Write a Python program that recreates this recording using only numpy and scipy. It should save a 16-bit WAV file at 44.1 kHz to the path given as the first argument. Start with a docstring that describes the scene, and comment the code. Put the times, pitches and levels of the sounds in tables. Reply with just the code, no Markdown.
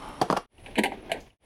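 """At a filling station, over faint forecourt noise, a plastic fuel cap rubs in its thread and twists off
in a few hollow clacks, each exciting the modes of cap and filler neck; car body and canopy answer briefly.
The whole sound fades out and in. The nozzle is then lifted, clunking and rattling, and its hardest clank
rings a small spring. It slides along its holster, clicks once more in the hand and is carried away with
a faint swish. Last, the sound fades out and in again."""
import sys
import numpy as np
from scipy import signal
from scipy.fft import rfft, irfft, next_fast_len
from scipy.io import wavfile
from scipy.ndimage import uniform_filter1d

SR = 44100
rng = np.random.default_rng(int(sys.argv[2]) if len(sys.argv) > 2 else 0)


def dump_mix(stems):
    """Bounce the given channels to the path in sys.argv[1] as a 16-bit WAV at rate SR."""
    frames = np.atleast_2d(stems).T  # one column per channel
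    limited = np.clip(frames, -1, 1)  # hard clip at full scale
    pcm = np.round(limited * 32767).astype(np.int16)
    wavfile.write(sys.argv[1], SR, pcm)


N = 63945
T = np.arange(N) / SR

# forecourt noise spectra (frequency [Hz], relative density [dB])
CAR_AIR_SPECTRUM = [(30, -26.5), (110, -7), (170, -5.5), (400, -7.5), (640, -8), (1200, -3), (1610, -18),
                    (3080, -17), (5000, -30), (7100, -37), (10100, -32), (16000, -56)]
PUMP_AIR_SPECTRUM = [(30, -15), (110, -1), (195, -6), (363, -4.5), (531, -9), (800, -8.5), (1300, -21.5),
                     (2110, -15.5), (3340, -19), (4200, -27), (6300, -32.5), (7700, -46), (10100, -41),
                     (16000, -44)]
RUMBLE_SPECTRUM = [(12, -31.5), (29, -3.5), (45, -12), (70, -16.5), (110, -20.5), (200, -44), (600, -100)]
HISS_SPECTRUM = [(4000, -55), (7000, -20), (9000, -6.5), (10500, 3.5), (12500, -33.5), (15000, -28.5)]
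# envelope of the high hiss (time [s], level [dB])
HISS_ENVELOPE = [(0, -63), (.62, -60), (.78, -69.5), (1.25, -70), (1.45, -58)]
# rubbed resonances of cap in thread and nozzle on holster (frequency [Hz], bandwidth [Hz], gain [dB])
THREAD_RESONANCES = [(280, 22, 6), (580, 19, 0.5), (854, 27, 3.5), (1100, 30, -6.5), (1400, 32, -16),
                     (3020, 59, -15), (5400, 96, -14.5)]
HOLSTER_RESONANCES = [(307, 23, -3), (384, 54, 0.5), (640, 13, 1.5), (770, 7.5, -8), (2260, 50, -25.5),
                      (2430, 50, -18)]
# ticks of the catches (time [s], level [dB], t60 [s])
CATCH_TICKS = [(0.088, -50, 0.024), (0.2185, -33, .016), (0.37, -36.5, 0.014), (0.7882, -28.5, 0.013),
               (.8365, -30.5, .035)]
# hard edges snapping into place (time [s], level [dB], frequency [Hz], t60 [s])
EDGE_SNAPS = [(0.214, -17.5, 4610, 0.015), (.2156, -8, 717, 0.042), (.2167, -17.5, 3280, 0.014),
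              (0.3009, -27, 4760, 0.0091), (.3265, -25.5, 5000, .014), (0.5816, -36.5, 2800, 0.018),
              (0.7557, -23.5, 2474, 0.034), (.9195, -24.5, 870, 0.047), (1.1163, -15.5, 2976, 0.013),
              (1.1172, -15.5, 672, 0.063), (1.1177, -32, 425, 0.11)]
# impacts (time [s], thump [dB], body [dB], crack [dB], body rise [s], body t60 [s],
# low ring [dB], its centre [Hz], high ring [dB], its centre [Hz])
CAP_IMPACTS = [(.2141, -13, -11, -18.5, 0.0021, 0.024, -17.5, 364, -24.5, 3550),
               (.2228, -34.5, -27.5, -37, 0.00019, 0.072, -14.5, 775, -30, 3000),
               (.3008, -15.5, -8.5, -28, 0.00015, 0.01, -33, 292, -37.5, 4700),
               (.3058, -20, -17.5, -29, 0.0017, 0.052, -13.5, 243.5, -34, 1400),
               (.3261, -17.5, -12, -30, 0.00013, 0.023, -17.5, 239, -20, 1460),
               (.3365, -15.5, -5, -36, 0.0016, 0.0086, -56.5, 732, -49.5, 1400),
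               (.3645, -38.5, -23.5, -34.5, 0.001, 0.061, -14.5, 760, -25.5, 1335),
               (.3692, -33.5, -13.5, -24, 0.00094, 0.031, -15.5, 405, -16, 2490),
               (.3762, -57, -19, -36.5, 0.00053, 0.045, -43, 730, -48, 1400)]
NOZZLE_IMPACTS = [(.6605, -66, -49, -42, 0.0002, 0.086, -48, 785, -37, 2640),
                  (.683, -42, -49, -50.5, 0.0014, 0.043, -44.5, 785, -56, 2600),
                  (.7555, -59.5, -49.5, -37.5, 0.00032, 0.14, -61.5, 260, -29, 2450),
                  (.768, -28.5, -40, -46, 0.0017, 0.063, -50, 263, -33.5, 2360),
                  (.7782, -28, -37, -36, 0.00035, 0.02, -45, 254, -23, 3260),
                  (.7805, -27.5, -22, -20.5, 0.0088, 0.073, 1, 251.4, -20, 1943),
                  (.7888, -19.5, -28, -21.5, 0.0012, 0.037, -33, 1020, -23.5, 2875),
                  (.8345, -32, -19.5, -18.5, 0.0031, 0.075, -22, 408, -18.5, 2150),
                  (.8565, -31.5, -60, -28.5, 0.00047, 0.095, -19, 798, -26, 2810),
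                  (.9188, -38, -41, -45, 0.00018, 0.11, -27.5, 762, -36.5, 2120),
                  (1.094, -44, -28.5, -40.5, 0.01, 0.11, -22, 650, -50, 2300),
                  (1.1162, -36.5, -33.5, -22, 0.00068, 0.075, -20.5, 600, -55, 1850),
                  (1.138, -34.5, -30, -40, 0.0079, 0.12, -24, 247, -36, 1500),
                  (1.303, -77, -59.5, -54.5, .0005, 0.032, -79, 780, -42, 2800)]
# crowded, short-lived resonances (frequency [Hz], relative density [dB])
CAP_SPECTRUM = [(60, -42.5), (140, 2.5), (350, -9), (800, -7), (1400, -13.5), (2100, -16.5), (3200, -9.5),
                (5000, -4), (7000, -13.5), (10500, -13.5), (13000, -24.5), (16000, -36)]
NOZZLE_SPECTRUM = [(100, -33.5), (200, -1), (330, -7), (480, -4), (700, -2), (920, -2), (1080, -24),
                   (1350, -29.5), (1600, -3.5), (2200, 0), (3000, -7), (4300, -10.5), (5200, -29),
                   (6500, -25), (8500, -17), (11300, -17.5), (12500, -34), (15000, -30), (16000, -40.5)]
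# modes of cap with filler neck and of nozzle with holster (frequency [Hz], gain [dB], t60 [s])
CAP_NECK_MODES = [(151, -4.5, .085), (196, -1.5, .085), (281, -3.5, .06), (354, 2.5, .05), (482, -6.5, .05),
                  (713, 0.5, .065), (838, 0, .06), (1050, -7.5, .05), (1380, -2.5, .06), (2820, -4.5, .04),
                  (3270, .5, .035), (4690, -2, .025)]
NOZZLE_HOLSTER_MODES = [(216, .5, .085), (306, 2.5, .09), (392, -1.5, .16), (636, -2.5, .05),
                        (694, -.5, .05), (786, -.5, .11), (852, -4.5, .09), (955, -.5, .09),
                        (1555, -1.5, .12), (1894, -2.5, .06), (2094, -2, .11), (2300, -3, .08),
                        (2449, -2.5, .06), (2640, -7, .07), (2876, -.5, .045), (3060, -1, .04),
                        (3880, -5.5, .045), (4225, -6.5, .04)]
# reverberation time under the canopy (frequency [Hz], t60 [s])
CANOPY_DECAY = [(150, 0.084), (400, .36), (800, 0.15), (2500, 0.37), (10000, 0.26)]
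# blunt shoves of the parts against their seats (time [s], level [dB], spectral peak [Hz])
SEAT_SHOVES = [(.2243, -25, 760), (0.3016, -8.5, 820), (.3267, -25.5, 914), (0.7863, -19.5, 446),
               (.7926, -18, 410)]
# spectra of the ticks and the swish (frequency [Hz], relative density [dB])
TICK_SPECTRUM = [(3000, -36.5), (6000, -9.5), (10500, 5), (12500, -4.5), (15000, -9), (16000, -9.5)]
SWISH_SPECTRUM = [(2000, -55.5), (4500, -10), (6800, -9.5), (7600, -20), (16000, -25.5)]
# overall fade, applied on top of every other level (time [s], gain [dB])
OVERALL_FADE = [(0, 0.5), (.38, -4.5), (.42, -10.5), (.46, -20), (.468, -62), (.49, -39), (.52, -21),
                (.57, -9), (.64, -1), (1.19, -3.5), (1.27, -9), (1.33, -19), (1.365, -32), (1.38, -65),
                (1.41, -27), (1.45, -10)]


def amp(db):
    """Amplitude ratio of a level in decibels."""
    return 10 ** (np.asarray(db) / 20)


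def unit(x):
    """Normalisation to an rms of 1."""
    return x / np.sqrt(np.mean(x ** 2) + 1e-20)


def along(points, hz):
    """Interpolation on a logarithmic frequency axis."""
    f, v = np.transpose(points)
    return np.interp(np.log(hz + 1), np.log(f + 1), v)


def filtered(x, response):
    """Linear filtering: the spectrum is multiplied by a frequency response."""
    m = next_fast_len(x.shape[-1] + SR // 4)
    return irfft(rfft(x, m) * response(np.fft.rfftfreq(m, 1 / SR)), m)[..., :x.shape[-1]]


def add(track, s, sound):
    """Superposition of a sound on the track from time s."""
    part = track[round(s * SR):][:len(sound)]
    part += sound[:len(part)]


def coloured_noise(spectrum, n):
    """Spectral shaping of white noise."""
    return unit(filtered(rng.standard_normal(n), lambda hz: amp(along(spectrum, hz))))


def rush(spectrum, waver_db):
    """Slow random amplitude modulation makes coloured noise waver."""
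    noise = coloured_noise(spectrum, N)
    return noise * amp(waver_db * unit(uniform_filter1d(rng.standard_normal(N), size=1200)))


def forecourt(switch_s=.48, fall_db_per_s=1.5):
    """Broadband ambient noise, beside the car and then the pump, superposed on hiss and rumble."""
    by_car = amp(-42.5 - fall_db_per_s * T) * rush(CAR_AIR_SPECTRUM, waver_db=1.94)
    by_pump = amp(-48.5) * rush(PUMP_AIR_SPECTRUM, waver_db=2.2)
    rumble = amp(-49.5) * rush(RUMBLE_SPECTRUM, waver_db=1.1)
    return np.where(T < switch_s, by_car, by_pump) + high_hiss() + rumble


def high_hiss(patchy_db=2.5):
    """Random modulation in time and frequency makes a faint treble hiss patchy."""
    z = signal.stft(rush(HISS_SPECTRUM, waver_db=1.0), nperseg=256)[2]
    patches = uniform_filter1d(uniform_filter1d(rng.standard_normal(z.shape), 5, axis=0), 4, axis=1)
    hiss = signal.istft(z * amp(patchy_db * unit(patches)), nperseg=256)[1][:N]
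    return amp(np.interp(T, *np.transpose(HISS_ENVELOPE))) * unit(hiss)


def rub(peaks, start_s, end_s, level_db, edge_s, slips_per_s=2000):
    """Stick-slip friction: tiny, soft, uneven slips excite the resonances of a sliding part."""
    slips = rng.standard_normal(N) * (rng.random(N) < slips_per_s / SR)
    body = lambda f: sum(amp(db) * 1j * f * w / (c * c - f * f + 1j * f * w) for c, w, db in peaks)
    soft = lambda f: 1 / (1 + (f / (2 * peaks[-1][0])) ** 2) ** 2
    stroke = np.clip(np.minimum(T - start_s, end_s - T) / edge_s, 0, 1)
    return amp(level_db) * stroke * unit(filtered(slips, lambda f: body(f) * soft(f)))


def ticks():
    """Brief excitation is broadband: each catch emits a decaying burst of treble noise."""
    out, t = np.zeros(N), np.arange(SR // 4) / SR
    for s, db, t60 in CATCH_TICKS:
        add(out, s, amp(db - 60 * t / t60) * coloured_noise(TICK_SPECTRUM, len(t)))
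    return out


def snaps(rise_s=.0004):
    """Damped oscillation: an edge snapping into place rings briefly at one frequency."""
    out, t = np.zeros(N), np.arange(SR // 8) / SR
    for s, db, hz, t60 in EDGE_SNAPS:
        add(out, s, amp(db - 60 * t / t60) * (1 - np.exp(-t / rise_s)) * np.sin(2 * np.pi * hz * t))
    return out


def impacts(hits, spectrum, modes, thump_life, crack_life, crack_rise, grit_db, lowest_hz):
    """Impact excitation: crowded resonances merge into a noise burst, while clear modes ring out."""
    out, t = np.zeros(N), np.arange(SR // 4) / SR
    hard_db, dull_hz = -23.5, 4000
    # factors on rise time and t60; the rows are thump, body and crack
    rise_scale = np.array([[1], [1], [crack_rise]])
    life_scale = np.array([[thump_life], [1], [crack_life]])
    for s, thump_db, body_db, crack_db, rise, t60, *ring in hits:
        onset = 1 - np.exp(-t / rise)
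        envelopes = (1 - np.exp(-t / rise / rise_scale)) * amp(-60 * t / (t60 * life_scale))
        dull_db_per_oct = .44 * max(hard_db - crack_db, 0)  # softer contacts lose treble
        colour = lambda hz: amp(along(spectrum, hz) - dull_db_per_oct * np.log2(1 + hz / dull_hz))
        burst = envelopes * filtered(rng.standard_normal(len(t)), lambda hz: colour(hz) * bands(hz))
        grit = unit(uniform_filter1d(rng.standard_normal(len(t)), size=50))
        burst[2] *= amp(grit_db * grit)
        # each band carries the energy of its envelope
        burst *= np.linalg.norm(envelopes, axis=1, keepdims=True)
        burst /= np.linalg.norm(burst, axis=1, keepdims=True) / np.linalg.norm(envelopes, axis=1)[:, None]
        add(out, s, amp([thump_db, body_db, crack_db]) @ burst + onset * ringing(modes, t, *ring))
    # small parts radiate no deep bass
    return signal.sosfilt(signal.butter(4, lowest_hz, "high", fs=SR, output="sos"), out)


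def bands(hz, thump_hz=515, crack_hz=1450):
    """A power-complementary crossover divides an impact into thump, body and crack."""
    low = 1 / (1 + (hz / thump_hz) ** 8)
    high = 1 - 1 / (1 + (hz / crack_hz) ** 8)
    return np.sqrt(np.abs([low, 1 - low - high, high]))


def ringing(modes, t, low_db, low_hz, high_db, high_hz):
    """Modal superposition: the place of contact favours the modes around two frequencies."""
    split_hz, focus_oct, off_focus_db = 1200, .24, -21.5
    out = 0
    for k, (hz, db, t60) in enumerate(modes):
        level, centre = (low_db, low_hz) if hz < split_hz else (high_db, high_hz)
        focus = off_focus_db * (1 - np.exp(-.5 * (np.log2(hz / centre) / focus_oct) ** 2))
        envelope = amp(level + db + focus + rng.normal(0, 1) - 60 * t / t60)
        out = out + (-1) ** k * envelope * np.sin(2 * np.pi * hz * t)
    return out


def canopy(x, wet_db, build_s):
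    """Reverberation: diffuse reflections from car, pump and roof follow the direct sound."""
    hz, t, z = signal.stft(rng.standard_normal(SR // 2), SR, nperseg=256)
    tail = signal.istft(z * amp(-60 * t / along(CANOPY_DECAY, hz)[:, None]), SR, nperseg=256)[1]
    tail *= np.clip(np.arange(len(tail)) / SR / build_s, 0, 1) ** 2
    return x + amp(wet_db) * signal.fftconvolve(x, tail / np.linalg.norm(tail))[:N]


def shoves():
    """Acceleration noise: a part that seats hard radiates one swing of pressure."""
    out = np.zeros(N)
    for s, db, hz in SEAT_SHOVES:
        u = 2 * np.pi * hz * (T - s)
        out += amp(db) * u * np.exp((1 - u * u) / 2)
    return out


def nozzle_gap(x, centre_hz=1242, width_hz=170):
    """Band rejection: the nozzle radiates little between its low and high modes."""
    return signal.lfilter(*signal.iirnotch(centre_hz, centre_hz / width_hz, fs=SR), x)


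def spring(start_s=.837, level_db=-45, hz=14780, t60=.09):
    """Free vibration of a small steel spring after the hardest clank."""
    out, t = np.zeros(N), np.arange(SR // 4) / SR
    add(out, start_s, amp(level_db - 60 * t / t60) * np.sin(2 * np.pi * hz * t))
    return out


def swish(start_s=1.203, level_db=-52.5, t60=.51):
    """Friction noise: a sleeve or the hose brushes past as the nozzle is carried away."""
    envelope = (T > start_s) * amp(level_db - 60 * np.abs(T - start_s) / t60)
    return envelope * rush(SWISH_SPECTRUM, waver_db=1.5)


def scene():
    """Superposition under one fade: first the cap at the car, then the nozzle at the pump."""
    cap = impacts(CAP_IMPACTS, CAP_SPECTRUM, CAP_NECK_MODES,
                  thump_life=1.85, crack_life=.99, crack_rise=2.0, grit_db=2, lowest_hz=134)
    nozzle = impacts(NOZZLE_IMPACTS, NOZZLE_SPECTRUM, NOZZLE_HOLSTER_MODES,
                     thump_life=2.82, crack_life=.94, crack_rise=.45, grit_db=1, lowest_hz=137)
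    cap = canopy(cap, wet_db=-11.5, build_s=.015)
    nozzle = canopy(nozzle_gap(nozzle), wet_db=-16, build_s=.007)
    handling = ticks() + snaps() + cap + shoves() + nozzle + spring() + swish()
    unscrewing = rub(THREAD_RESONANCES, start_s=-.02, end_s=.22, level_db=-44.5, edge_s=.016)
    sliding = rub(HOLSTER_RESONANCES, start_s=.93, end_s=1.166, level_db=-44.5, edge_s=.042)
    fade = amp(np.interp(T, *np.transpose(OVERALL_FADE)))
    return ((forecourt() + unscrewing + handling + sliding) * fade)[None]


def record(dry):
    """Band limiting by an ideal low-pass filter."""
    return filtered(dry, lambda hz: hz < 16100)


dry = scene()
out = record(dry)
dump_mix(out)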